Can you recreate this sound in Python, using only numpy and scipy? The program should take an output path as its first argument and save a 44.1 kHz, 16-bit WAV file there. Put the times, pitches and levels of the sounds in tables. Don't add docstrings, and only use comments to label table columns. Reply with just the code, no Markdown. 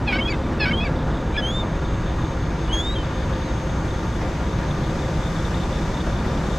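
import sys
import numpy as np
from scipy import signal
from scipy.io import wavfile
from scipy.ndimage import map_coordinates

SR = 44100
rng = np.random.default_rng(int(sys.argv[2]) if len(sys.argv) > 2 else 0)


def digitize_waveform(pressure):
    field = np.atleast_2d(pressure).T
    bounded = np.clip(field, -1, 1)
    quanta = np.round(bounded * 32767).astype(np.int16)
    wavfile.write(sys.argv[1], SR, quanta)


N = 290431
T = np.arange(N) / SR


def amp(db):
    return 10 ** (np.asarray(db) / 20)


def unit_rms(x):
    return x / np.sqrt(np.mean(x ** 2) + 1e-20)


def in_time(rows, t=T):
    s, *columns = np.transpose(rows)
    return [np.interp(t, s, c) for c in columns]


def at_hz(points, hz):
    freqs, values = np.transpose(points)
    return np.interp(np.log(hz), np.log(freqs), values)


def drift(rate, size=N):
    steps = rng.standard_normal(int(size / SR * rate) + 5)
    grid = np.arange(0, size / SR * rate + .2, .1)
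    curve = map_coordinates(steps, [grid + 1], order=3)
    return np.interp(np.arange(size) * (rate / SR), grid, curve)


def resonate(x, modes):
    out = 0
    for k, (hz, width, db) in enumerate(modes):
        r = np.exp(-np.pi * width / SR)
        poles = [1, -2 * r * np.cos(2 * np.pi * hz / SR), r * r]
        out = out + (-1) ** k * amp(db) * signal.lfilter([1 - r * r, 0, r * r - 1], poles, x)
    return out


# frequency in Hz, side over mid in dB.
SIDE_EQ = [(60, -30.5), (150, -28), (370, -19), (930, -5), (2320, -3.5), (5790, -5), (8000, -1),
           (9800, -13), (12000, 4), (14000, 0)]
# frequency in Hz, left over right in dB.
LEFT_LEAN = [(60, 0), (300, .2), (540, 1.8), (1610, 3), (3000, 4.5), (4820, 3.6), (8000, 2.6), (12000, .6)]
# time in seconds, side fader in dB.
WIDTH_RIDE = [(0, -41), (1.1, -65), (1.45, -33), (2.6, -17), (3.5, -13.5)]
# frequency in Hz, multiplier on its dB.
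WIDTH_DEPTH = [(250, 0.0067), (550, 0.1), (1300, 0.62), (7000, 0.21), (9500, 1.1), (11500, -0.19)]


def spread(mid, side, hz):
    lean = np.tanh(at_hz(LEFT_LEAN, hz) * np.log(10) / 40)
    side = amp(at_hz(SIDE_EQ, hz)) * side + lean * mid
    side = side * amp(at_hz(WIDTH_DEPTH, hz) * in_time(WIDTH_RIDE)[0])
    return np.array([mid + side, mid - side])


def hum(hz, db):
    level = amp(db + 3 + .9 * drift(2.53))
    return level * spread(np.sin(2 * np.pi * (hz * T + rng.random())), 0, hz)


# pitch in Hz, level in dB.
MOTOR_HUMS = [(42.65, -44), (49.37, -33), (55.68, -43), (117.76, -38.5), (897, -51)]


def far_motors():
    return sum(hum(hz, db) for hz, db in MOTOR_HUMS)


# start and length in seconds, first and last pitch in Hz, level in dB.
HUM_SLIDES = [(0.68, 0.646, 157.9, 147, -32.5), (4.556, 0.335, 153.8, 146, -31)]


def sliding_hum():
    out = 0
    for start, length, start_hz, end_hz, db in HUM_SLIDES:
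        progress = np.clip((T - start) / length, 0, 1)
        phase = np.cumsum(start_hz + (end_hz - start_hz) * progress) * (2 * np.pi / SR)
        out = out + amp(db) * 2 * np.sin(np.pi * progress) * np.sin(phase)
    return out


# time in seconds, level in dB.
TURBO_RIDE = [(0, -67), (.9, -68), (1.3, -58.5), (2.3, -55.5), (2.9, -58), (3.6, -51.5), (4.3, -57.5),
              (4.9, -54.5), (5.48, -60), (6.07, -55), (6.29, -62), (6.5, -55)]


def turbo(whine_hz=6435):
    phase = np.cumsum(whine_hz + 5.3 * drift(20)) * (2 * np.pi / SR)
    level = amp(in_time(TURBO_RIDE)[0] + 3 + 1.2 * drift(25))
    return level * spread(np.sin(phase), 0, whine_hz)


CYCLE_HZ, FIRST_FIRING_S = 5.415, 0.0284
# multiple of the engine cycle, level in dB.
EXHAUST_ORDERS = [(6, -38.5), (11, -45), (12, -33), (15, -40), (18, -38), (27, -43.5), (30, -41),
                  (39, -51.5), (42, -52), (72, -45)]


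def exhaust():
    return sum(hum(order * CYCLE_HZ, db) for order, db in EXHAUST_ORDERS)


# block ring in dB, broad clatter in dB.
CYLINDER_ACCENTS = [(2.5, -3), (0.5, 5), (0.5, 8.5), (-6, -29), (-5, 18), (1, 5.5)]
RING, CLATTER = 0, 1


def firings(column, decay_s, vary_db):
    count = int(N / SR * CYCLE_HZ * 6)
    timing, force = rng.standard_normal((count, 2)).T
    times = FIRST_FIRING_S + np.arange(count) / CYCLE_HZ / 6 + 0.0014 * timing
    accents_db = np.resize(np.array(CYLINDER_ACCENTS)[:, column], count)
    clicks = np.zeros(N + SR)
    clicks[(times * SR).astype(int)] = amp(accents_db + vary_db * np.clip(force, -1.5, 1.5))
    tails = signal.lfilter([1], [1, -np.exp(-1 / (decay_s * SR))], clicks)
    return unit_rms(signal.lfilter([1], [1, -.985], tails)[:N])


# time in seconds, then rumble, drone, roar and hiss in dB.
NOISE_RIDES = [(0.0, -34.5, -33, -29.5, -51.5), (1.1, -33, -34.5, -30, -52), (2.0, -32, -38.5, -31, -51.5),
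               (3.94, -33, -38.5, -31.5, -50.5), (4.7, -31.5, -36, -30, -50.5),
               (5.5, -30.5, -38.5, -30.5, -49.5), (6.2, -31, -35, -29, -50),
               (6.59, -30.5, -34.5, -28, -49.5)]
# frequency in Hz, multiplier on the fader's dB.
SWELL_DEPTH = [(3500, 1), (5000, 3.07), (9000, 3.5)]
# frequency in Hz, relative density in dB.
NOISE_EQ = [(15, -6.5), (55, -2), (90, -6), (151, -4), (254, -10), (500, -16), (1000, -19.5), (1900, -26.5),
            (3000, -35), (5000, -39), (7000, -44.5), (9500, -62.5), (12000, -54), (14500, -82)]


def engine_noise(clatter):
    rides = [ride - ride.mean() for ride in in_time(NOISE_RIDES)]
    white = rng.standard_normal((2, 2, N))
    edges = 15 * 2 ** (np.arange(31) / 3)
    out = 0
    for k, (low, high) in enumerate(zip(edges, edges[1:])):
        hz = np.sqrt(low * high)
        band = signal.butter(2, [low, high], "band", fs=SR, output="sos")
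        mid, side = signal.sosfilt(band, white[k % 2])
        ride = rides[np.searchsorted([190, 300, 1500], hz)]
        swell_db = ride * (hz > 100) * at_hz(SWELL_DEPTH, hz) + 0.4 * drift(3.015) + 0.7 * drift(14)
        pulse = 1 + at_hz([(200, 0.056), (1200, 0.12), (8000, 0.03)], hz) * (clatter - 1)
        out = out + amp(at_hz(NOISE_EQ, hz) + swell_db) * pulse * spread(mid, side, hz)
    return amp(-25) * unit_rms(out)


# pitch in Hz, width in Hz, relative level in dB.
PANEL_MODES = [(150.3, 24, 0.5), (325.3, 19.8, 4.5), (517.6, 15, 2.5), (538, 25, 2), (905, 5.7, -3),
               (923, 16, -11.5), (968, 18, -4), (1191, 13, -5), (1228, 6.8, -6), (1396.5, 23, -7.5),
               (1659, 8, -5)]


def panels(clatter):
    shaking = rng.standard_normal((2, N)) * (4 + clatter)
    out = 0
    for k, mode in enumerate(PANEL_MODES):
        mid, side = resonate(shaking, [mode])
        out = out + (-1) ** k * spread(mid, side, mode[0])
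    return amp(-34) * unit_rms(out)


# pitch in Hz, width in Hz, relative level in dB.
BLOCK_MODES = [(3325, 70, 14), (3627, 130, 15), (5100, 390, -4)]
# time in seconds, level in dB.
KNOCK_RIDE = [(0, -54.5), (1.5, -51), (4.6, -50.5), (5.7, -45), (6.59, -51.5)]
BLOCK_HZ = 3600


def knock():
    bursts = firings(RING, decay_s=0.017, vary_db=3) * rng.standard_normal((2, N))
    focused = resonate(bursts, [(BLOCK_HZ, 510, 0)])
    mid, side = resonate(focused, BLOCK_MODES)
    return amp(in_time(KNOCK_RIDE)[0]) * unit_rms(spread(mid, side, BLOCK_HZ))


# start in seconds, level at the crest in dB.
CHIRP_CUES = [(4.89, -48), (5.255, -43), (5.621, -40.5), (5.755, -44), (5.90, -55), (5.995, -45)]


def chirps(decay_s=0.0085):
    envelope = 0
    for start, db in CHIRP_CUES:
        age = np.clip(T - start, 0, None) / decay_s
        envelope = envelope + amp(db) * age * np.exp(1 - age)
    focused = resonate(rng.standard_normal(N), [(BLOCK_HZ, 550, 0)])
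    ring = unit_rms(resonate(focused, [(3580, 190, 0)]))
    return envelope * spread(ring, 0, BLOCK_HZ)


# time in seconds, delay in milliseconds.
BOUNCE_DELAY = [(1.7, 3.59), (2.6, 3.52)]


def asphalt_bounce(direct, start_s, bounce_db=-13):
    lag = int(in_time(BOUNCE_DELAY, start_s)[0] * SR / 1000)
    return (direct + amp(bounce_db) * np.roll(direct, lag)) / np.hypot(1, amp(bounce_db))


VOICE_OVERTONES = {"squawk": (-6, -2.5, -12.5, -10.5, -17.5, -35),
                   "rasp": (-6.5, 0, -17.5, -20, -24.5, -20), "croak": (-13, 1, -11, -20, -25, -27, -18),
                   "bark": (-17, -0.5, -1, -14, -17, -21), "yelp": (2, 0, -9, -45, -41),
                   "whistle": (-1, -9, -29, -34)}
THROAT_MOVES = {"squawk": (0, 0, -5, 1, -3), "rasp": (-12, 9, -3, 8, -3), "bark": (0, -10, -12, -3, -4),
                "whistle": (-9, -9, -6)}
# frequency in Hz, gain in dB.
BEAK_EQ = [(5500, 7), (6100, -11), (6700, 2), (7400, -8), (9800, 4), (10500, 5), (11000, 6), (11600, -9),
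           (13500, 5)]
BEAK_LOW_HZ, FUNDAMENTAL_DB = 1400, -10


def overtone_stack(voice, hz, hoarse, treble_db, low_fade_db):
    size = len(hz)
    wobble = 1 + .035 * hoarse ** 1.5 * drift(700, size) + .003 * drift(70, size)
    phase = np.cumsum(hz * wobble) * (2 * np.pi / SR)
    first = np.ceil(BEAK_LOW_HZ / hz[0])
    stack = amp(FUNDAMENTAL_DB) * (first > 1) * np.sin(phase)
    moves_db = (low_fade_db, *THROAT_MOVES.get(voice, np.zeros(len(VOICE_OVERTONES[voice]))))
    treble_shelf = [(3800, 0), (4000, 1), (8000, 1), (9000, .5), (12000, .2)]   # Hz, share of treble_db
    for k, tone_db in enumerate(VOICE_OVERTONES[voice]):
        harmonic = first + k
        flutter_db = (4.5 * hoarse + .3 * k) * drift(260, size)
        throat_db = moves_db[k] * np.linspace(0, 1, size)
        shelf_db = treble_db * (k > 0) * at_hz(treble_shelf, harmonic * hz.mean())
        beak_db = at_hz(BEAK_EQ, harmonic * hz)
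        stack = stack + amp(tone_db + flutter_db + throat_db + shelf_db + beak_db) * np.sin(harmonic * phase)
    growl = 1 + .6 * hoarse ** 2 * np.sin(phase / 2)
    return unit_rms(stack) * (1 - .35 * hoarse ** 2) * growl


HOARSENESS = {"squawk": (.4, .55), "rasp": (1.25, .3), "croak": (.45, .45), "bark": (.28, .25),
              "yelp": (.25, .5), "whistle": (.2, .2)}
ATTACK_S, RELEASE_S, BREATH_DB = .015, .008, -9.5


def gull_note(curve, voice, treble_db, low_fade_db):
    start = int((curve[0][0] - .007) * SR)
    size = int((curve[-1][0] - curve[0][0] + .010) * SR)
    t = T[start:start + size]
    hz, db = in_time(curve, t)
    hoarse = np.geomspace(*HOARSENESS[voice], size)
    stack = overtone_stack(voice, hz, hoarse, treble_db, low_fade_db)
    formants = [(2170, 590, 11), (3480, 1450, 3), (4900, 780, -9), (11500, 3000, -27)]
    breath = unit_rms(resonate(rng.standard_normal(size), formants))
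    envelope = np.clip(np.minimum((t - t[0]) / ATTACK_S, (t[-1] - t) / RELEASE_S), 0, 1) ** 1.5
    out = np.zeros(N)
    out[start:start + size] = amp(db) * envelope * (stack + hoarse * amp(BREATH_DB) * breath)
    return asphalt_bounce(out, t[0])


# time in seconds, pitch in Hz, level in dB.
WHISTLE_CURVES = [
    [(0.204, 3090, -31), (0.21, 3060, -29), (0.222, 3060, -30), (0.232, 3170, -28), (0.246, 3200, -38),
     (0.262, 3270, -26), (0.282, 3376, -33), (0.293, 3400, -38)],
    [(0.728, 3090, -30), (0.738, 3085, -27), (0.768, 3225, -35), (0.782, 3255, -27), (0.8, 3313, -30),
     (0.805, 3315, -36)],
    [(1.418, 3000, -35), (1.464, 3144, -26.5), (1.532, 3496, -35.5), (1.552, 3576, -31), (1.602, 3640, -33),
     (1.616, 3570, -35), (1.64, 3480, -44)],
    [(2.724, 3220, -26), (2.736, 3227, -23), (2.768, 3265, -28), (2.804, 3377, -26), (2.824, 3505, -35),
     (2.852, 3630, -31), (2.922, 3850, -33), (2.95, 3885, -36)],
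    [(2.952, 3270, -36), (2.962, 3190, -32), (2.982, 3130, -39), (3.036, 3030, -44)],
]
WHISTLE_TRIMS = (-7, -8, 4.5, 5, -5)
# voice, start and length in seconds, first and last pitch in Hz,
# then level, level change, treble trim and the lowest overtone's change, all in dB.
GULL_CUES = [ ("squawk", 0.073, 0.047, 860, 790, -23, -2, -7, -16),
             ("rasp", 0.119, 0.058, 740, 782, -20.5, -2, -1, 2),
             ("croak", 0.181, .025, 545, 554, -24, 0, -4, 0),
             ("bark", 0.272, 0.028, 825, 850, -31, 4, 1, 0),
             ("yelp", 0.299, 0.028, 2330, 2280, -26, -5, -2, -12),
             ("rasp", 0.318, 0.035, 575, 510, -30, 0, -8, -6),
             ("squawk", 0.6, 0.052, 882, 818, -21, -2, 3, 2),
             ("rasp", 0.649, 0.055, 760, 792, -21, -2, 0, 8),
             ("croak", 0.706, .022, 538, 554, -23.5, -2, -6, 0),
             ("bark", 0.801, 0.051, 830, 874, -30.5, 1, -3, 0),
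             ("yelp", 0.849, .028, 2380, 2200, -25, -11, -15, -18),
             ("rasp", 0.862, .03, 575, 520, -32, -3, -12, -4),
             ("squawk", 1.339, .034, 800, 790, -35, 10, -10, -15),
             ("yelp", 1.374, .035, 1715, 1680, -21, -9, -3, -2),
             ("whistle", 2.69, .035, 2900, 3040, -39, 11, -25, 0),
             ("whistle", 3.445, .075, 4200, 3590, -52, 1, -9, 0)]
PITCH_SAG = {"squawk": 0.014, "rasp": 0.03}
# time in seconds, left-side lag in microseconds.
IMAGE_LAG = [(1.0, 0), (1.4, 8), (2.75, 16), (2.9, 26)]


def gulls():
    cries = sum(gull_note(curve, "whistle", db, 0) for curve, db in zip(WHISTLE_CURVES, WHISTLE_TRIMS))
    for voice, start, length, start_hz, end_hz, db, fade_db, treble_db, low_fade_db in GULL_CUES:
        middle_hz = (start_hz + end_hz) / 2 * (1 - PITCH_SAG.get(voice, 0))
        curve = [(start, start_hz, db), (start + length / 2, middle_hz, db + fade_db / 2),
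                 (start + length, end_hz, db + fade_db)]
        cries = cries + gull_note(curve, voice, treble_db, low_fade_db)
    lag = in_time(IMAGE_LAG)[0] * SR / 10 ** 6
    shift = np.gradient(cries) * lag / 2
    return np.array([cries - shift, cries + shift])


def scene():
    cries = gulls()
    clatter = firings(CLATTER, decay_s=0.028, vary_db=5.5)
    engine = engine_noise(clatter) + panels(clatter) + knock() + exhaust()
    return far_motors() + sliding_hum() + turbo() + engine + chirps() + cries


def record(dry):
    return signal.sosfilt(signal.cheby2(12, 70, 15100, fs=SR, output="sos"), dry)


dry = scene()
out = record(dry)
digitize_waveform(out)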